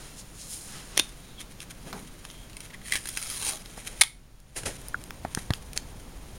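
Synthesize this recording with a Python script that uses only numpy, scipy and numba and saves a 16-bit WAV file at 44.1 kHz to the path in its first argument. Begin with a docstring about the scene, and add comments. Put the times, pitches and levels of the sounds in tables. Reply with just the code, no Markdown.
"""Gauze, tape peel and snap

Close hands in a small, quiet, ventilated room: skin strokes gauze, a sleeve swishes, a plastic dispenser clicks.
Adhesive crackles in jerks and shakes the tape span; teeth tear the strip and ring the dispenser body.
Padding scuffs, creases pop, fingers squeak, a hollow thing bumps and dull knocks fall close by.
In mono on a hand-held camera microphone, whose limiter ducks for half a second after the snap."""
import sys
import numpy as np
from scipy import signal
from scipy.fft import rfft, irfft
from scipy.io import wavfile
from scipy.ndimage import uniform_filter1d, minimum_filter1d
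from numba import njit

SR = 44100
rng = np.random.default_rng(int(sys.argv[2]) if len(sys.argv) > 2 else 0)


def output_pcm(signal):
    """Save a mono or channel-first signal as 16-bit PCM at the path in sys.argv[1].

    Samples are clipped to [-1, 1] before scaling.
    """
    pcm = np.clip(np.atleast_2d(signal).T, -1, 1) * 32767
    wavfile.write(sys.argv[1], SR, np.round(pcm).astype(np.int16))


N = 281336
TIME = np.arange(N) / SR

# All levels are relative: mixing, colouring and the microphone chain follow.
# Ventilation spectrum: pitch_hz [Hz], level_db [dB per Hz]
VENTILATION_SPECTRUM = [(20, -10.5), (45, -6), (65, -16.5), (125, -12), (200, -15), (400, -22), (700, -26),
                        (1900, -31), (4500, -34), (9500, -38.5), (12000, -41), (16000, -42)]
# low rumble of the microphone chain: pitch_hz [Hz], level_db [dB per Hz]
RUMBLE_SPECTRUM = [(10, -1.5), (25, -5.5), (42, 2.5), (60, -19), (120, -9.5), (400, -46), (2000, -81.5)]
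# microphone port resonances: pitch_hz [Hz], width_hz [Hz], level_db [dB]
PORT_RESONANCES = [(6810, 310, 3), (8030, 570, -3.5), (9350, 700, 5)]
# dull knocks: start_s [s], contact_db [dB], thump_db [dB], thump_hz [Hz], ring_db [dB], ring_hz [Hz], t60_s [s]
KNOCKS = [(3.777, -38, -52, 200, -34, 825, 0.023), (4.9436, -34, -48, 198, -10.5, 1445, 0.021),
          (5.2495, -25, -16.5, 247, -11.5, 730, 0.011), (5.3736, -24, -17, 171, -11, 1620, 0.0092),
          (5.505, -25.5, -8.5, 98, -16.5, 1714, 0.02)]
# spectrum of the hollow bump: pitch_hz [Hz], level_db [dB per Hz]
HOLLOW_SPECTRUM = [(80, -11), (200, 1), (320, -14), (430, 7), (560, -10), (800, 5.5), (1300, -3.5),
                   (2500, -15), (6000, -20), (16000, -28)]
# drag of the hollow thing: fastest_s [s], level_db [dB], half_length_s [s]
BUMP_DRAG = [(1.875, -43, .025), (1.96, -44.5, 0.11)]
# scuffs of hands, cloth and dispenser on padding:
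# peak_s [s], level_db [dB], rise_s [s], fall_s [s], tilt_db [dB per octave above 800 Hz]
SCUFFS = [(1.878, -42, 0.018, 0.03, -4), (3.775, -43, 0.0068, 0.018, 0), (3.92, -48.5, 0.081, 0.17, -0.5),
          (4.5646, -30, 0.0042, 0.017, 1), (4.576, -32, 0.0053, 0.021, 1.5),
          (4.634, -29.5, 0.00077, 0.0041, -3), (4.66, -26, 0.0035, 0.012, -0.5),
          (4.67, -30, 0.0067, 0.027, -1), (5.765, -34.5, 0.0037, 0.011, 0)]
# padding spectrum: pitch_hz [Hz], level_db [dB per Hz]
PADDING_SPECTRUM = [(60, 8.5), (300, 3), (650, 3.5), (1100, -6), (2000, -1), (4000, -6), (10000, -3.5),
                    (12500, -16.5), (16000, -29.5)]
# the palm strokes the gauze: fastest_s [s], level_db [dB], half_length_s [s], brightness_db [dB above 8 kHz]
GAUZE_STROKES = [(0.033, -50, 0.17, 5), (0.194, -36, 0.019, -4.5), (0.414, -37, 0.035, -6),
                 (0.53, -35, 0.04, 2.5), (0.645, -42, 0.22, 3.5)]
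# gauze weave spectrum: pitch_hz [Hz], level_db [dB per Hz]
GAUZE_SPECTRUM = [(1000, -17), (2500, -6.5), (4500, 0.5), (7000, 3), (10000, 2), (12000, -7), (16000, -17)]
# the sleeve swishes as the arm swings: fastest_s [s], level_db [dB], half_length_s [s]
SLEEVE_SWISHES = [(.02, -51, 0.15), (.76, -46, 0.095), (.96, -48.5, 0.092)]
# sleeve cloth spectrum: pitch_hz [Hz], level_db [dB per Hz]
SLEEVE_SPECTRUM = [(150, 6), (600, 3.5), (2000, 4.5), (4000, 2), (8000, -2.5), (16000, -45)]
# fingers shift their grip on dispenser or strip: fastest_s [s], level_db [dB], half_length_s [s]
GRIP_RUBS = [(1.1, -52.5, 0.24), (1.41, -38.5, 0.013), (1.52, -46.5, 0.0089), (1.623, -39.5, 0.018),
             (1.71, -38.5, 0.0082), (1.97, -49.5, 0.18), (2.33, -50.5, 0.16), (2.65, -47.5, 0.029),
             (3.75, -47.5, 0.18), (3.87, -41.5, .022), (3.998, -40.5, 0.022), (4.7, -48.5, 0.2),
             (5.37, -47, 0.06), (5.55, -46, 0.025), (5.77, -45.5, 0.041)]
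# skin spectrum: pitch_hz [Hz], level_db [dB per Hz]
SKIN_SPECTRUM = [(300, -40), (1500, 1), (3200, -2), (5000, -4.5), (10000, -0.5), (12000, -5.5),
                 (16000, -31)]
# fingertips squeak on plastic: strongest_s [s], half_length_s [s], pitch_hz [Hz], level_db [dB]
SQUEAKS = [(1.303, 0.073, 3760, -57.5), (1.4, 0.016, 3290, -44), (2.383, .089, 3230, -58)]
# creases popping in the strip: start_s [s], level_db [dB], pitch_hz [Hz, centre]
CRINKLES = [(4.402, -33.5, 9500), (4.8148, -36.5, 9200), (4.8845, -24, 11600), (5.039, -29, 5640),
            (5.107, -20.5, 1550), (5.349, -11.5, 4520), (5.506, -21.5, 4000), (5.5365, -16, 3300),
            (5.7325, -25, 5870), (5.7757, -10.5, 3870)]
# plastic clicks of the dispenser: start_s [s], level_db [dB]
CLICKS = [(0.963, -33), (0.9758, .5), (0.9917, -10), (0.9961, 1.5), (1.414, -24), (1.6037, -23.5),
          (1.6998, -43), (2.2513, -22), (2.301, -29.5), (2.3115, -30), (3.659, -27.5), (3.87, -39)]
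# dispenser plastic spectrum: pitch_hz [Hz], level_db [dB per Hz]
PLASTIC_SPECTRUM = [(100, -29), (300, -2), (700, -10), (1500, -8.5), (2600, 0.5), (3400, 2.5), (4100, -2),
                    (4700, -2), (6000, -1), (8000, -12), (11000, -5.5), (16000, -32)]
# ringing modes of the dispenser body: pitch_hz [Hz, cluster centre], level_db [dB], t60_s [s]
SHELL_MODES = [(2230, 11.5, 0.054), (3640, 14, 0.14), (3600, -11.5, 0.31), (3770, -3.5, 0.12),
               (4441, -30.5, 0.31), (6320, -14.5, 0.32), (7601, -22, 0.32), (9550, 1, 0.17),
               (9800, -21.5, 0.27), (10300, -24, 0.16)]
# roll and holder resonances: pitch_hz [Hz], width_hz [Hz], level_db [dB]
HOLDER_RESONANCES = [(2230, 360, -1), (3200, 130, 2), (3860, 150, 2), (4940, 200, -12), (5960, 180, 2),
                     (6500, 200, -4.5), (8820, 180, -2.5), (10060, 220, -6)]
# one pull, a tug then a long draw: time_s [s], crackle_db [dB], span_shake_db [dB]
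PEEL_PULL = [(2.83, -55, -65), (2.87, -39.5, -48), (2.965, -36, -39), (3.02, -46, -62), (3.15, -38, -65),
             (3.32, -33.5, -55), (3.41, -33.5, -43), (3.495, -25, -35), (3.54, -36, -29.5),
             (3.62, -50.5, -56)]
# the adhesive lets go in jerks: start_s [s], level_db [dB], span_pluck_db [dB, extra]
PEEL_SLIPS = [(2.4976, -43, 9.5), (2.5315, -37.5, 3.5), (2.5684, -25.5, -6), (2.6051, -24.5, -11),
              (2.9221, -16, 11), (2.9354, -15.5, 3), (2.943, -20, 0), (2.9551, -15, 9.5), (2.963, -18, 0),
              (3.0564, -19.5, -2), (3.073, -18, -18), (3.0885, -13.5, -36), (3.173, -12.5, -2.5),
              (3.227, -17.5, -17), (3.2596, -25, -3), (3.3, -13, -25), (3.4248, -19, 5), (3.4666, -16, -2),
              (3.489, -15, -2)]
# adhesive spectrum: pitch_hz [Hz], level_db [dB per Hz]
ADHESIVE_SPECTRUM = [(100, 4), (400, -7.5), (900, -8), (2200, -1), (3300, -0.5), (6000, -0.5), (10000, 1.5),
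                     (12000, -5.5), (16000, -12)]
# the free span of tape rings lower overall as it lengthens: time_s [s], pitch_hz [Hz]
SPAN_PITCH = [(2.5, 2280), (2.65, 2130), (2.74, 1920), (2.95, 1970), (3.2, 1420), (3.42, 1050), (3.49, 840),
              (3.55, 686)]
# modes of the free span: multiple [of span pitch], width_share [of mode pitch], level_db [dB]
SPAN_MODES = [(1, 0.088, 18), (1.17, 0.063, 9.5), (1.6, 0.1, 4.5), (.56, 0.064, 9)]
# the span creaks under tension: strongest_s [s], level_db [dB], half_length_s [s]
SPAN_CREAKS = [(2.706, -40.5, 0.0048), (2.743, -38, 0.01), (2.818, -45, 0.0039)]
# patches of tape near the peel line: pitch_hz [Hz], width_hz [Hz]
PEEL_PATCHES = [(2900, 50), (4600, 400), (6500, 120), (9800, 850)]
# the tape parts tooth by tooth, then its end flicks back: start_s [s], level_db [dB], length_s [s]
TEAR_BURSTS = [(4.011, -5, 0.0029), (4.014, 2, 0.0027), (4.0162, 6.5, .003), (4.0201, 0, 0.0035),
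               (4.0357, -2.5, .0016)]
# cutting teeth spectrum: pitch_hz [Hz], level_db [dB per Hz]
TEETH_SPECTRUM = [(100, -45), (300, -19.5), (850, -3), (1400, -7), (2200, 6), (2700, -7), (3500, 3.5),
                  (4900, -2), (5800, -7), (10300, 0), (12000, -12), (16000, -23)]

GESTURE_SHAPE = 1.5  # exponent of a symmetrical swell: 1 is pointed, 2 is a bell
FREE_HANDS_S = 4.47  # the dispenser is down: the strip rustles and the arms stir the air
STRIP_DB, DRAUGHT_DB = -57.5, -47
BUMP_S = 1.9285
# the loose roll chatters around each click, at a level relative to it
CHATTER_DB, CHATTER_S, CHATTER_PER_S = -23.5, 0.01, 910
# smaller random jerks: mean rate, and level over the pull's crackle
SMALL_SLIPS_PER_S, SMALL_SLIP_DB = 40, 10
# threads crackle around each listed jerk: level relative to it, build-up and fading times
SLIP_CRACKLE_DB, BEFORE_SLIP_S, AFTER_SLIP_S = -23, 0.002, 0.017
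TOP_HZ = 16000  # edge of the microphone chain's low-pass


def undb(db):
    """Decibels to gain."""
    return 10 ** (np.asarray(db) / 20)


def unit(x):
    """Scale to rms 1."""
    return x / np.sqrt(np.mean(x ** 2))


def swell(rows, axis=1):
    """Gain along a dB curve, with 10 ms fades to nothing outside it."""
    rows = np.array(rows)
    first, last = rows[0, 0], rows[-1, 0]
    inside = np.interp(TIME, [first - 0.01, first, last, last + 0.01], [0, 1, 1, 0])
    return inside * undb(np.interp(TIME, rows[:, 0], rows[:, axis]))


def gestures(rows):
    """Gain of movements that speed up and slow down alike; their powers add."""
    power = 0
    for fastest_s, level_db, half_length_s in rows:
        distance = np.abs((TIME - fastest_s) / half_length_s)
        power = power + undb(2 * level_db) * np.exp(-2 * distance ** GESTURE_SHAPE)
    return np.sqrt(power)


def free_hands(rise_s=0.053):
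    """Gain that comes up once the dispenser is put down."""
    return 1 - np.exp(-np.maximum(TIME - FREE_HANDS_S, 0) / rise_s)


def flicker(rate, depth_db):
    """A gain that wanders between random dB values, rate of them a second."""
    knots = rng.standard_normal(4096)
    return undb(depth_db * np.interp(TIME * rate, np.arange(len(knots)), knots))


def response(points, size=4096):
    """Minimum-phase impulse response of unit energy with the given spectrum."""
    hz, db = np.transpose(points)
    f = np.maximum(np.fft.rfftfreq(size, 1 / SR), 1)
    cepstrum = irfft(np.log(undb(np.interp(np.log(f), np.log(hz), db))))
    # folding the cepstrum forward makes the response causal
    cepstrum[1:size // 2] *= 2
    cepstrum[size // 2 + 1:] = 0
    h = irfft(np.exp(rfft(cepstrum)))
    return h / np.linalg.norm(h)


def through(x, h):
    """Pass a sound through an impulse response."""
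    return signal.fftconvolve(x, h)[:N]


@njit
def ring_down(x, pole):
    """One complex pole that may change with every sample."""
    y, z = np.empty(len(x)), 0j
    for i in range(len(x)):
        z = z * pole[i] + x[i]
        y[i] = z.real
    return y


def resonate(x, hz, width_hz):
    """A resonance of about gain 1 whose centre and width may move."""
    pole = np.exp(np.pi * (2j * hz - width_hz) / SR) * np.ones(N)
    return ring_down(2 * (1 - np.abs(pole)) * x, pole)


def noise(points):
    """Noise of rms 1 with the given spectrum."""
    return unit(through(rng.standard_normal(N), response(points)))


def grains(points, per_s, spread_db):
    """Tiny fibres letting go at random, a few much larger than the rest."""
    size = undb(spread_db * np.minimum(rng.exponential(size=N), 4))
    happens = rng.random(N) < per_s / SR
    ticks = happens * size * rng.choice([-1, 1], N)
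    return unit(through(ticks, response(points)))


def crack(fall_s, tail_db, tail_s, size=4096):
    """A sharp burst of micro-fractures over a weaker, longer rattle."""
    t = TIME[:size]
    shape = np.exp(-t / fall_s) + undb(tail_db) * np.exp(-t / tail_s)
    return rng.choice([-1, 1], size) * shape


def add(out, s, x):
    """Mix a short sound in at time s."""
    i = int(s * SR)
    out[i:i + len(x)] += x[:N - i]


def ventilation():
    """The room's ventilation: steady noise, strongest in the bass."""
    return undb(-48.0) * noise(VENTILATION_SPECTRUM)


def draught():
    """Arms stir the air at the microphone: low noise once the hands are free."""
    air = noise([(15, 1), (40, 6.5), (120, -2.0), (300, -12.5), (1000, -17.5), (4000, -67)])
    return air * free_hands() * undb(DRAUGHT_DB)


def room(x, early_db=-14.5, early_s=0.0025, tail_db=-19.0, t60=0.28):
    """A scatter of early echoes from the hands and arm, then a short, soft reverberation."""
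    t = TIME[:SR // 2]
    early = rng.standard_normal(len(t)) * t * np.exp(-2 * t / early_s)
    tail = rng.standard_normal(len(t)) * np.exp(-np.log(1000) * t / t60)
    tail *= 1 - np.exp(-t / early_s)
    early *= undb(early_db) / np.linalg.norm(early)
    tail *= undb(tail_db) / np.linalg.norm(tail)
    return x + through(x, early + tail)


def bump():
    """Something hollow is dragged a little and knocked, with a light tick on contact."""
    drag = noise([(80, -18), (200, 7.5), (330, -3.5), (800, -16), (3000, -34)])
    out = drag * gestures(BUMP_DRAG)
    blow = crack(fall_s=0.0029, tail_db=-8.5, tail_s=0.032, size=16384)
    add(out, BUMP_S, undb(-28) * through(blow, response(HOLLOW_SPECTRUM)))
    tick_colour = response([(200, -23), (850, 7), (1500, 4), (3000, -12), (9000, -21), (16000, -32)])
    tick = crack(fall_s=0.0014, tail_db=-10, tail_s=0.013)
    add(out, BUMP_S, undb(-34.5) * through(tick, tick_colour))
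    return out


def knocks():
    """A soft blow gives a brief contact rub, one heavy swing of pressure and a short hollow ring."""
    out, t = np.zeros(N), TIME[:SR // 10]
    contact_colour = response([(100, 4), (700, -0.5), (1900, -5), (2700, -20.5), (8000, -30), (16000, -36)])
    for start_s, contact_db, thump_db, thump_hz, ring_db, ring_hz, t60_s in KNOCKS:
        thump = np.cos(2 * np.pi * thump_hz * t) * np.exp(-t * thump_hz * 2.0)
        thump *= 1 - np.exp(-t / 0.001)
        fade = np.exp(-np.log(1000) * t / t60_s)
        ring = np.sin(2 * np.pi * ring_hz * t) * fade
        # a second, higher mode dies twice as fast and broadens the attack
        ring += 2.4 * np.sin(2 * np.pi * ring_hz * 1.076 * t) * fade ** 2
        ring *= (1 - np.exp(-t / 0.0011)) ** 2
        add(out, start_s, undb(thump_db) * thump + undb(ring_db - 2) * ring)
        contact = through(crack(fall_s=0.0016, tail_db=-12, tail_s=0.012), contact_colour)
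        add(out, start_s, undb(contact_db) * contact)
    return out


def scuffs():
    """Short rubs on padding: noise that swells and fades, its treble tilted for each rub."""
    out = np.zeros(N)
    t = TIME[:SR // 2] - 0.1  # leaves room for the rise before the peak
    for peak_s, level_db, rise_s, fall_s, tilt_db in SCUFFS:
        shape = np.exp(-np.maximum(-t / rise_s, t / fall_s))
        tilted = [(hz, db + tilt_db * np.log2(max(hz / 800, 1))) for hz, db in PADDING_SPECTRUM]
        rub = through(shape * rng.standard_normal(len(t)), response(tilted))
        add(out, peak_s + t[0], undb(level_db) * rub)
    return out


def sleeve():
    """Cloth swishes along with the arm: coloured noise following its speed."""
    return noise(SLEEVE_SPECTRUM) * gestures(SLEEVE_SWISHES) * undb(1)


def gauze():
    """Skin drags over the weave, plucking many fibres; each stroke has its own brightness."""
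    weave = grains(GAUZE_SPECTRUM, per_s=14000, spread_db=4)
    weave = weave * flicker(rate=82, depth_db=0.7) * undb(-6.5)
    high_pass = signal.butter(4, 8000, "high", fs=SR, output="sos")
    treble = signal.sosfiltfilt(high_pass, weave)
    out = np.zeros(N)
    for fastest_s, level_db, half_length_s, brightness_db in GAUZE_STROKES:
        stroke = weave + (undb(brightness_db) - 1) * treble
        out += stroke * gestures([(fastest_s, level_db, half_length_s)])
    return out


def holder(x):
    """Part of the sound comes straight, the rest through the resonances of the plastic."""
    coloured = sum(undb(db) * resonate(x, hz, width) for hz, width, db in HOLDER_RESONANCES)
    return undb(-5.5) * x + undb(-6) * coloured


def grip():
    """Skin grains rub on plastic and tape, then rustle the strip in free hands."""
    strength = np.hypot(gestures(GRIP_RUBS), undb(STRIP_DB) * free_hands())
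    skin = holder(grains(SKIN_SPECTRUM, per_s=1200, spread_db=0.5))
    return skin * flicker(rate=64, depth_db=4.0) * strength * undb(-0.5)


def squeaks():
    """Fingertips squeak faintly on plastic: noise narrowed by a single resonance."""
    out = np.zeros(N)
    for strongest_s, half_length_s, pitch_hz, level_db in SQUEAKS:
        tone = unit(resonate(rng.standard_normal(N), pitch_hz, width_hz=190))
        out += tone * gestures([(strongest_s, level_db, half_length_s)])
    return out


def crinkles():
    """Each crease pops once, with its own broad colour."""
    out = np.zeros(N)
    for start_s, level_db, hz in CRINKLES:
        colour = response([(hz / 10, -22), (hz / 2, -5), (hz, 0), (hz * 2, -6), (hz * 4, -20)])
        pop = through(crack(fall_s=0.00071, tail_db=-16.0, tail_s=0.0011), colour)
        add(out, start_s, undb(level_db - 3.5) * pop)
    return out


def shell(force):
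    """The dispenser's plastic body rings on after a blow; each mode is a close cluster."""
    t, h = TIME[:SR // 2], 0
    for pitch_hz, level_db, t60_s in SHELL_MODES:
        cluster_hz = pitch_hz + rng.uniform(-130, 130, size=(6, 1))
        cluster = np.sin(2 * np.pi * cluster_hz * t).sum(axis=0)
        h = h + undb(level_db) * cluster * np.exp(-np.log(1000) * t / t60_s)
    return through(force, h / np.linalg.norm(h))


def dispenser():
    """The roll knocks and chatters in its plastic holder, and the body rings."""
    ticks = unit((rng.random(N) < CHATTER_PER_S / SR) * rng.standard_normal(N))
    force = ticks * gestures([(s, db + CHATTER_DB, CHATTER_S) for s, db in CLICKS])
    for start_s, level_db in CLICKS:
        add(force, start_s, undb(level_db) * crack(fall_s=0.0013, tail_db=-22, tail_s=0.0061))
    return undb(-8) * through(force, response(PLASTIC_SPECTRUM)) + undb(-18.5) * shell(force)


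def small_slips(pluck_db=-6):
    """Jerks at random moments of the pull, their level following it; rows like PEEL_SLIPS."""
    s, db, _ = np.transpose(PEEL_PULL)
    happens = rng.random(N) < SMALL_SLIPS_PER_S / SR
    moments = TIME[happens & (TIME > s[0]) & (TIME < s[-1])]
    return [(at, np.interp(at, s, db) + SMALL_SLIP_DB, pluck_db) for at in moments]


def slip_crackle():
    """Gain of the threads straining before each listed jerk and settling after it."""
    gain = np.zeros(N)
    for start_s, level_db, _ in PEEL_SLIPS:
        distance = np.maximum((start_s - TIME) / BEFORE_SLIP_S, (TIME - start_s) / AFTER_SLIP_S)
        gain += undb(level_db + SLIP_CRACKLE_DB) * np.exp(-distance)
    return gain


def tape_span(drive):
    """The free span resonates to the peeling; unsteady tension makes its pitch waver."""
    span_hz = np.interp(TIME, *np.transpose(SPAN_PITCH)) * flicker(rate=59, depth_db=0.5)
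    out = np.zeros(N)
    for multiple, width_share, level_db in SPAN_MODES:
        mode_hz = multiple * span_hz
        out += undb(level_db) * resonate(drive, mode_hz, width_share * mode_hz)
    return out


def peeling():
    """Threads of adhesive snap, steadily and in jerks, and shake the lengthening span of tape."""
    threads = grains(ADHESIVE_SPECTRUM, per_s=1400, spread_db=1.0) * undb(-5.0)
    creaks = gestures(SPAN_CREAKS)
    direct = threads * (np.hypot(swell(PEEL_PULL), slip_crackle()) + undb(-14) * creaks)
    drive = threads * (swell(PEEL_PULL, axis=2) + creaks)
    colour = response(ADHESIVE_SPECTRUM)
    for start_s, level_db, pluck_db in list(PEEL_SLIPS) + small_slips():
        jerk = through(crack(fall_s=0.0015, tail_db=-14, tail_s=0.011), colour)
        jerk *= undb(level_db - 11.5)
        add(direct, start_s, jerk)
        add(drive, start_s, undb(pluck_db) * jerk)
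    # the peel line wanders, so every few snaps have a colour of their own
    patches = sum(resonate(direct, hz * flicker(rate=45, depth_db=1.1), width) for hz, width in PEEL_PATCHES)
    return holder(direct) + undb(-1.5) * patches + tape_span(drive)


def tearing(tail_db=-25, tail_s=0.027):
    """The taut tape rips over the teeth in abrupt bursts with weak tails, and rings the body."""
    force, t = np.zeros(N), TIME[:SR // 10]
    for start_s, level_db, length_s in TEAR_BURSTS:
        shape = np.exp(-(t / length_s) ** 4) + undb(tail_db) * np.exp(-t / tail_s)
        add(force, start_s, undb(level_db) * shape * rng.choice([-1, 1], len(t)))
    return undb(-6.5) * through(force, response(TEETH_SPECTRUM)) + undb(-29) * shell(force)


def scene():
    """Hands, tape and bump in the room; knocks close by, ventilation and draught stay dry."""
    handling = gauze() + sleeve() + grip() + squeaks() + scuffs() + crinkles()
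    tape = dispenser() + peeling() + tearing()
    return (room(handling + tape + bump()) + knocks() + ventilation() + draught())[None]


def limiter(x, ceiling_db, hold_s, release_s):
    """Gain falls at once on a loud peak, holds, then comes back quickly."""
    envelope = np.sqrt(np.abs(uniform_filter1d(x ** 2, size=128)) + 1e-12)
    need = np.minimum(undb(ceiling_db) / envelope, 1)
    hold = int(hold_s * SR) | 1  # odd, so the window can look wholly backwards
    held = minimum_filter1d(need, hold, origin=hold // 2)
    pole = np.exp(-1 / (release_s * SR))
    released = 1 - signal.lfilter([1 - pole], [1, -pole], 1 - held)
    return x * np.minimum(held, released)


def record(dry):
    """Microphone port, limiter, soft clipping, low rumble and low-pass; both channels alike."""
    f = np.fft.rfftfreq(N, 1 / SR)
    port_db = sum(db * np.exp(-((f - hz) / width) ** 2) for hz, width, db in PORT_RESONANCES)
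    ported = irfft(rfft(dry[0]) * undb(port_db), N)
    limited = limiter(ported, ceiling_db=-8.0, hold_s=0.52, release_s=0.031)
    x = np.tanh(limited) + undb(-51.5) * noise(RUMBLE_SPECTRUM)
    x = signal.sosfilt(signal.ellip(8, 0.2, 70, TOP_HZ, fs=SR, output="sos"), x)
    return np.array([x, x])


dry = scene()
out = record(dry)
output_pcm(out)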